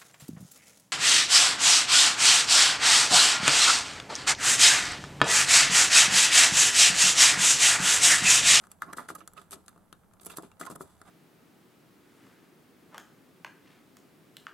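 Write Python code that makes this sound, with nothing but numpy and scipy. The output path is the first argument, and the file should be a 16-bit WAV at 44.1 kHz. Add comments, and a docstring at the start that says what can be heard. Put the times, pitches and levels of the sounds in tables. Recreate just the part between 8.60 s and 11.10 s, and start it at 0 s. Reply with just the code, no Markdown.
"""A budgerigar shuffles and pecks in the plastic tray of a wire cage, close by, over soft room noise.
First its beak and claws tap the tray, which clacks and thuds. Between taps they scrape over it in short
gritty strokes that ring the wires, and now and then they stick and squeak. After a second the bird
grows quieter; a busy flurry follows from 1.6 s, and a few light taps end the scene.
All along, the cage and the room add short echoes."""
import sys
import numpy as np
from scipy import signal
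from scipy.fft import rfft, irfft
from scipy.io import wavfile
from scipy.ndimage import uniform_filter1d

SR = 44100
rng = np.random.default_rng(int(sys.argv[2]) if len(sys.argv) > 2 else 0)


def bounce(signal):
    """Save signal as a 16-bit WAV file at the path given by the first command-line argument."""
    frames = np.transpose(np.atleast_2d(signal))
    limited = np.clip(frames, -1, 1)
    pcm = np.round(limited * 32767).astype(np.int16)
    wavfile.write(sys.argv[1], SR, pcm)


N = 110250
t = np.arange(N) / SR

# The tones of the plastic tray: pitch_hz, level_db, ring_s (time to fade by 60 dB)
TRAY_TONES = [(190.5, -12.5, 0.079), (246, -12, 0.043), (272, -5.5, 0.045), (324, -4, 0.035),
              (399, 0, 0.038), (476, -9, 0.031), (560, -13, 0.044), (628, -9, 0.024), (650, -7.5, 0.033),
              (860, -30, 0.017), (975, 4, 0.0077), (1206, -11, 0.024), (1337, 5, 0.008), (1609, -9, 0.013),
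              (1892, -2, 0.0068)]
THUD_BELOW_HZ = 900  # lower tray tones make the thud, the others the clack


def amp(db):
    """Turn decibels into a gain."""
    return 10 ** (np.asarray(db) / 20)


def unit(x):
    """Scale a sound to an average (rms) level of 1."""
    return x / np.sqrt(np.mean(x ** 2))


def neutral(x):
    """Scale to a total energy of 1, so that noise played through it keeps its power."""
    return x / np.sqrt(np.sum(x ** 2))


def through(x, response):
    """Play a sound through a response: the way an object answers a single click."""
    return signal.fftconvolve(x, response)[:N]


def filtered(x, order, hz, kind):
    """Keep the lows, the highs or a band; a higher order cuts more steeply."""
    return signal.sosfilt(signal.butter(order, hz, kind, fs=SR, output="sos"), x)


def colour(points, size=2048):
    """Build a response whose tone follows (pitch_hz, level_db) points."""
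    hz, db = np.array(points, float).T
    freqs = np.maximum(np.fft.rfftfreq(size, 1 / SR), 1)
    gains = amp(np.interp(np.log(freqs), np.log(hz), db))
    cepstrum = irfft(np.log(gains))
    cepstrum[1:size // 2] *= 2  # fold it so that nothing sounds before the click
    cepstrum[size // 2 + 1:] = 0
    return irfft(np.exp(rfft(cepstrum)))


def rise_and_fade(rise_s, ring_s, size):
    """A level that builds quickly and falls by 60 dB in ring_s."""
    age = t[:size]
    return (1 - np.exp(-(age / rise_s) ** 2)) * np.exp(-np.log(1000) * age / ring_s)


def ring(tones, contact_s=0.00037, size=8192):
    """A struck object rings with several fading tones; the peak is 1."""
    sound = sum(amp(db) * np.sin(2 * np.pi * hz * t[:size]) * rise_and_fade(contact_s, ring_s, size)
                for hz, db, ring_s in tones)
    return sound / np.abs(sound).max()


def stereo(mid, side, width):
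    """Left and right share the mid sound and differ by the side sound."""
    return np.array([mid + width * side, mid - width * side])


def add(out, start_s, sound, pan_db):
    """Mix a sound in at its time; pan_db is how much louder it is on the left."""
    i = int(start_s * SR)
    sound = sound[..., :N - i]
    out[:, i:i + sound.shape[-1]] += amp([[pan_db / 2], [-pan_db / 2]]) * sound


def room_noise(level_db=-63):
    """Soft, low room noise, mostly alike on both sides."""
    # The tone of the quiet room: pitch_hz, level_db
    room_tone = [(20, -9), (50, -13), (80, 0), (140, -5), (195, 3), (260, -9), (600, -13.5), (900, -13),
                 (1300, -18), (2400, -31.5), (5500, -35), (9000, -29.5), (12000, -27), (16000, -31.5)]
    response = colour(room_tone, size=8192)
    mid, side = (unit(through(rng.standard_normal(N), response)) for _ in range(2))
    return amp(level_db) * stereo(mid, side, width=0.52)


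def cage_and_room_echoes(dry, first_echo_s=0.0011, size=26000):
    """Quick echoes inside the cage and the longer tail of the room."""
    # Echoes by band: low_hz, high_hz, cage_db, cage_ring_s, room_db, room_ring_s, width (0 to 1)
    echo_bands = [(77, 780, -9, 0.1, -7, 0.17, 0.96), (556, 1730, -13, 0.054, -11.5, 0.2, 1),
                  (2410, 11900, -4.5, 0.015, -17, 0.44, 0.24)]
    response = 0
    for low_hz, high_hz, cage_db, cage_ring_s, room_db, room_ring_s, width in echo_bands:
        band_gain = np.sqrt(2 * (high_hz - low_hz) / SR)  # a wider band holds more energy
        for db, ring_s in ((cage_db, cage_ring_s), (room_db, room_ring_s)):
            noise = filtered(rng.standard_normal((2, size)), 3, [low_hz, high_hz], "band")
            mid, side = noise * rise_and_fade(first_echo_s, ring_s, size)
            tails = np.array([neutral(tail) for tail in stereo(mid, side, width)])
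            response = response + amp(db) * band_gain * tails
    return np.array([through(channel, tail) for channel, tail in zip(dry, response)])


def wall_echoes(x, delay_s=0.0052, bounce_gain=0.075, top_hz=2600):
    """Sound bounces to and fro between two walls: four quick, dull echoes make the knocks boxy."""
    lag = int(delay_s * SR)
    dull = filtered(x, 1, top_hz, "low")
    return sum(bounce_gain ** k * np.pad(dull, ((0, 0), (k * lag, 0)))[:, :N] for k in range(1, 5))


def slips(per_s, spread_db, size):
    """Tiny slips of a claw: random clicks of uneven strength, pushing either way."""
    happens = rng.random(size) < per_s / SR
    direction = rng.choice([-1, 1], size)
    return happens * direction * amp(spread_db * np.clip(rng.standard_normal(size), -2, 2))


def shudder(knock, level_db, ring_s, rise_s=0.0054):
    """A knock plus the short, uneven shudder it sets off in the tray, different every time."""
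    size = len(knock)
    shaking = neutral(rng.standard_normal(size) * rise_and_fade(rise_s, ring_s, size))
    shaken = neutral(through(knock, shaking)[:size])
    return knock + amp(level_db) * np.linalg.norm(knock) * shaken


def tray_clack(top_hz=2080):
    """The tray's higher tones make a hollow clack; it gives off little above top_hz."""
    high_tones = [tone for tone in TRAY_TONES if tone[0] >= THUD_BELOW_HZ]
    return neutral(filtered(ring(high_tones), 10, top_hz, "low"))


def tray_thud(spot_hz, loss_db_per_octave=7, spread_db=3):
    """Each spot of the tray favours the low tones near its own pitch; the mix varies with each blow."""
    tones = []
    for hz, db, ring_s in TRAY_TONES:
        if hz < THUD_BELOW_HZ:
            loss_db = loss_db_per_octave * abs(np.log2(hz / spot_hz))
            tones.append((hz, db - loss_db + spread_db * rng.standard_normal(), ring_s))
    return shudder(ring(tones), level_db=-6.5, ring_s=0.11)


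def grit_and_wires(forces, tilt_db_per_octave, wire_db=-10.5, wire_spread_db=6, detune=0.0068):
    """A hard little contact: each has its own gritty tone and shakes a different mix of wires."""
    # The ringing of the cage wires: pitch_hz, level_db, ring_s
    wire_tones = [(2716, 0, 0.064), (3670, 1, 0.078), (7940, 11, 0.014), (8900, -10, 0.015),
                  (10330, 11.5, 0.025), (11270, 16, 0.019)]
    # The tone of a tiny contact: pitch_hz, level_db
    grit_tone = [(500, -1), (1800, -11), (2350, -5.5), (2750, -3), (3700, -1), (5600, -6), (7800, 2.5),
                 (10500, 1.5), (12500, -0.5), (15000, -8), (16500, -19)]
    wires = []
    for hz, db, ring_s in wire_tones:
        louder, higher = rng.standard_normal(2)  # neighbouring wires differ a little in pitch
        wires.append((hz * (1 + detune * higher), db + wire_spread_db * louder, ring_s))
    grit = [(hz, db + rng.standard_normal()) for hz, db in grit_tone]
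    response = neutral(colour(grit, size=8192)) + amp(wire_db) * neutral(ring(wires))
    # tip the treble up or down around 8000 Hz
    tilt = colour([(8000 * 2 ** octaves, tilt_db_per_octave * octaves) for octaves in (-1.5, 1)])
    response = neutral(through(response, tilt)[:len(response)])
    mid, side = (through(force, response) for force in forces)
    return stereo(mid, side, width=0.56)


def fidgeting_feet(clack_db=-74.5, grit_db=-84.5):
    """The restless feet keep making ticks that can barely be heard."""
    clicks = slips(per_s=110, spread_db=3, size=N)
    clacks = through(clicks, tray_clack())
    grit = grit_and_wires([clicks, clicks * rng.standard_normal(N)], tilt_db_per_octave=-12)
    return amp(clack_db) * unit(clacks) + amp(grit_db) * unit(grit)


def squeaks_and_wire_rings(pitch_waver=0.063, flutter_db=3.5, size=2000):
    """Short wavering tones: a claw sticks and slips, or a cage wire rings briefly."""
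    # Claw squeaks and creaks, plus two brief high rings of the cage wires (2730 and 2750 Hz):
    # start_s, length_s, pitch_hz, level_db, pan_db
    short_tones = [(0.278, 0.046, 1120, -50.5, -5), (.550, 0.0182, 1250, -44, -7),
                   (0.605, 0.016, 1294, -52.5, -10), (0.764, 0.036, 1239, -49, -9),
                   (0.775, 0.0084, 2730, -51, -9), (0.913, 0.05, 395, -54.5, 4),
                   (0.927, 0.016, 1287, -48, 1), (1.698, 0.012, 2750, -48.5, -4),
                   (2.028, 0.012, 2000, -47.5, -3), (2.066, 0.0093, 1418, -44, -17),
                   (2.067, 0.025, 1032, -44, -6)]
    out = np.zeros((2, N))
    for start_s, length_s, pitch_hz, level_db, pan_db in short_tones:
        waver, flutter = (unit(uniform_filter1d(rng.standard_normal(size), size=40)) for _ in range(2))
        phase = 2 * np.pi * np.cumsum(pitch_hz * (1 + pitch_waver * waver)) / SR
        tone = np.sqrt(2) * np.sin(phase) * unit(amp(flutter_db * flutter))
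        swell = np.sqrt(np.abs(np.sin(np.pi * np.minimum(t[:size] / length_s, 1))))
        add(out, start_s, amp(level_db) * swell * tone, pan_db)
    return out


def shower(pressure, per_s, spread_db):
    """A shower of slips that gets louder as the claw presses harder."""
    return neutral(slips(per_s, spread_db, len(pressure)) * pressure) * np.linalg.norm(pressure)


def scrapes(thud_hz=306, size=12000):
    """A claw drags over the tray: its tiny slips swell and fade, shaking the tray and the wires."""
    # Claw strokes: peak_s, rise_s, fall_s, grit_db, tilt_db_per_octave, clack_db, thud_db, pan_db
    strokes = [(0.057, 0.092, 0.0051, -66, 0.5, -62.5, -94, 2.5),
               (0.115, 0.0085, 0.016, -61, 0.5, -61.5, -67, 5.5),
               (.229, 0.0082, 0.015, -54, -4.5, -47.5, -63, 3), (0.277, 0.019, 0.051, -71, 5, -54, -51, -4),
               (0.33, 0.0009, 0.0029, -39, 0.5, -34.5, -67, 2.5),
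               (0.371, 0.0019, 0.0075, -42, 1, -46.5, -47, 2.5),
               (0.387, 0.0088, 0.034, -51, -2.5, -43, -49, 1),
               (0.487, 0.0018, 0.015, -44, -1.5, -47.5, -79, 1.5),
               (0.505, 0.0048, 0.012, -51, -2, -49, -44, 4),
               (0.5495, 0.00066, 0.0084, -42.5, 5, -73, -48, 0.5),
               (.582, .002, 0.015, -55.5, 0.5, -57.5, -51.5, 3.5),
               (.62, .012, 0.025, -66.5, -20, -64.5, -60.5, 2),
               (0.779, 0.0078, 0.0056, -53, -5.5, -56, -54, 2),
               (.797, 0.0034, 0.032, -60.5, -1.5, -61, -65, 2.5),
               (.919, 0.0054, 0.014, -45, 0.5, -60.5, -66, 1.5),
               (.932, 0.0046, 0.0088, -40.5, -1, -49, -56, 2), (.955, .008, 0.026, -72, -13, -63.5, -53, 4),
               (1.085, 0.0069, 0.017, -65.5, 0, -92, -70, 3),
               (1.613, 0.0019, 0.0069, -52, 3, -58.5, -58, -3.5),
               (1.632, 0.0027, 0.0044, -53, 3.5, -61.5, -77, 11),
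               (1.648, 0.0019, 0.0065, -49.5, 4.5, -57, -60, -6),
               (1.665, 0.0052, 0.015, -48.5, -0.5, -53.5, -47, 6.5),
               (1.702, 0.0048, 0.015, -48.5, 0, -50.5, -77, -3),
               (1.716, 0.005, 0.015, -50, -1.5, -57.5, -53.5, 3),
               (1.737, 0.004, 0.007, -58, -9, -51, -60, -5),
               (1.771, 0.0054, 0.012, -44.5, -0.5, -49, -59, 5),
               (1.837, 0.0081, 0.024, -58, -3.5, -57, -51.5, 3),
               (1.998, 0.0015, 0.016, -45, 5, -51, -80, 4),
               (2.011, 0.0052, 0.025, -48.5, -2.5, -45.5, -47, -1),
               (2.053, 0.0019, 0.0042, -47, 1, -43, -49, 6),
               (2.066, 0.0032, 0.0026, -44.5, 0, -43, -56, -3),
               (2.111, 0.0076, 0.014, -48.5, 1, -55, -46, 0.5),
               (2.159, .004, 0.001, -44.5, 3.5, -46.5, -42, 0),
               (2.211, 0.0076, 0.02, -50, 2.5, -56.5, -46, 2),
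               (2.26, 0.0091, 0.16, -67.5, -1, -67, -69.5, 1),
               (2.482, 0.025, 0.032, -64.5, -4, -54, -59, -4)]
    out = np.zeros((2, N))
    for peak_s, rise_s, fall_s, grit_db, tilt, clack_db, thud_db, pan_db in strokes:
        start_s = max(peak_s - 4 * rise_s, 0)
        since_peak = start_s + t[:size] - peak_s
        pressure = np.exp(np.minimum(since_peak / rise_s, -since_peak / fall_s))
        clack_slips, thud_slips = (shower(pressure, per_s=4500, spread_db=6) for _ in range(2))
        sharp_slips = [shower(pressure, per_s=2200, spread_db=6.5) for _ in range(2)]
        clack = amp(clack_db) * through(clack_slips, tray_clack())
        thud = amp(thud_db) * through(thud_slips, neutral(tray_thud(thud_hz)))
        grit = amp(grit_db) * grit_and_wires(sharp_slips, tilt)
        add(out, start_s, clack + thud + grit, pan_db)
    return out


def taps(band_ratio=1.285, tick_fall_s=0.0011, snap_gain=0.33, size=400):
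    """Beak or claw hits the tray: a clack pitched by the contact, a thud and a crackly tick."""
    # Hits of beak and claws: start_s, clack_db, clack_hz, thud_db, thud_hz,
    # tick_db (before the tick is doubled), tilt_db_per_octave, pan_db
    hits = [(0.0387, -42, 1460, -62, 400, -45, -5, 3), (0.069, -46, 1260, -52, 300, -43, 2.5, 1.5),
            (.116, -51, 1310, -68, 300, -28.5, 3.5, 1.5), (0.2203, -18, 1490, -43.5, 230, -23.5, 3.5, 3),
            (0.3323, -27, 1680, -42, 285, -46, -2, 2.5), (0.3827, -23.5, 1450, -39, 230, -45, 7, 3.5),
            (0.3941, -32, 1040, -43.5, 420, -42, 11, -11.5), (0.4885, -27, 1740, -55, 300, -32.5, -2, 3),
            (0.5019, -27, 1250, -33, 404, -38, -2, 0.5), (.606, -52, 1310, -65, 250, -40.5, -13, -10),
            (0.6758, -38.5, 1410, -57, 252, -26, 1, 1), (0.735, -50, 1300, -53.5, 300, -39, 6, 3),
            (.816, -47.5, 1300, -51, 500, -47.5, -4, -12), (0.909, -49, 1430, -54, 400, -29, 4, 3),
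            (0.929, -40, 1340, -67, 400, -40, -12, 1), (1.062, -81, 1410, -70, 300, -43, 3, 1),
            (1.0815, -40.5, 1480, -53, 303, -31, -1, 0.5), (1.092, -52, 1340, -70, 300, -41.5, 11, 0),
            (1.161, -48.5, 1030, -48.5, 510, -56, -2, 3), (1.177, -52.5, 1200, -51, 500, -50.5, 2, 2),
            (1.3272, -39, 1360, -70, 407, -30.5, -6.5, 1.5), (1.536, -54.5, 1300, -54, 305, -46.5, 1.5, 8),
            (1.598, -51, 1050, -72, 300, -40, -11, 2), (1.6598, -51, 1400, -62, 240, -22, 12, 5),
            (1.6655, -42.5, 1140, -38.5, 334, -26.5, 5, -8), (1.7035, -40.5, 1330, -47, 260, -45, -9, -9),
            (1.7714, -59, 1400, -48, 300, -20, 11, -5), (1.784, -29, 1100, -27.5, 420, -32.5, -1, 2.5),
            (1.824, -62, 1210, -63, 300, -35.5, 2.5, 2), (1.833, -42, 920, -36.5, 386, -50, -4, 2),
            (1.916, -48, 1090, -71, 400, -43, -7, 2), (2.0118, -26, 1470, -34, 291, -28.5, 0, 4.5),
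            (2.1008, -37, 1150, -31.5, 330, -31, 5.5, 3.5), (2.109, -44, 1040, -36, 270, -50, -2, 10),
            (2.12, -39, 1050, -46, 400, -57, -5, 1), (2.1599, -37, 1120, -37.5, 350, -32, 5.5, 4),
            (2.2076, -30, 1090, -32.5, 350, -58, 19, 4), (2.4153, -39, 1490, -46.5, 500, -37.5, -2.5, 2.5),
            (2.455, -53, 1460, -55, 396, -52, -6, -2.5), (2.478, -53, 1280, -54, 400, -45.5, -5, 8)]
    out = np.zeros((2, N))
    for start_s, clack_db, clack_hz, thud_db, thud_hz, tick_db, tilt, pan_db in hits:
        clack = filtered(tray_clack(), 2, [clack_hz / band_ratio, clack_hz * band_ratio], "band")
        clack = shudder(clack / np.abs(clack).max(), level_db=-9, ring_s=0.035)
        add(out, start_s, amp(clack_db) * clack, pan_db)
        add(out, start_s, amp(thud_db) * tray_thud(thud_hz), pan_db)
        fade = np.exp(-t[:size] / tick_fall_s)
        mid, side = (neutral(rng.standard_normal(size) * fade) for _ in range(2))
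        mid = neutral(mid + snap_gain * signal.unit_impulse(size))  # a clean snap leads the crackle
        add(out, start_s, 2 * amp(tick_db) * grit_and_wires([mid, side], tilt), pan_db)
    return out


def scene(low_cut_hz=130):
    """The bird in its cage, in the room; the small tray gives off little deep bass."""
    bird = taps() + scrapes() + squeaks_and_wire_rings() + fidgeting_feet()
    bird = filtered(bird, 2, low_cut_hz, "high")
    return bird + wall_echoes(bird) + cage_and_room_echoes(bird) + room_noise()


def record(dry, top_hz=16000):
    """The left microphone is a little duller; the highest treble is cut steeply on both sides."""
    # The tone of the left microphone: pitch_hz, level_db
    left_tone = [(100, -1), (5000, -1.5), (9000, -2), (13000, -5.5), (16000, -21.5)]
    heard = np.array([through(dry[0], colour(left_tone)), dry[1]])
    return signal.sosfilt(signal.ellip(8, .2, 70, top_hz, fs=SR, output="sos"), heard)


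dry = scene()
out = record(dry)
bounce(out)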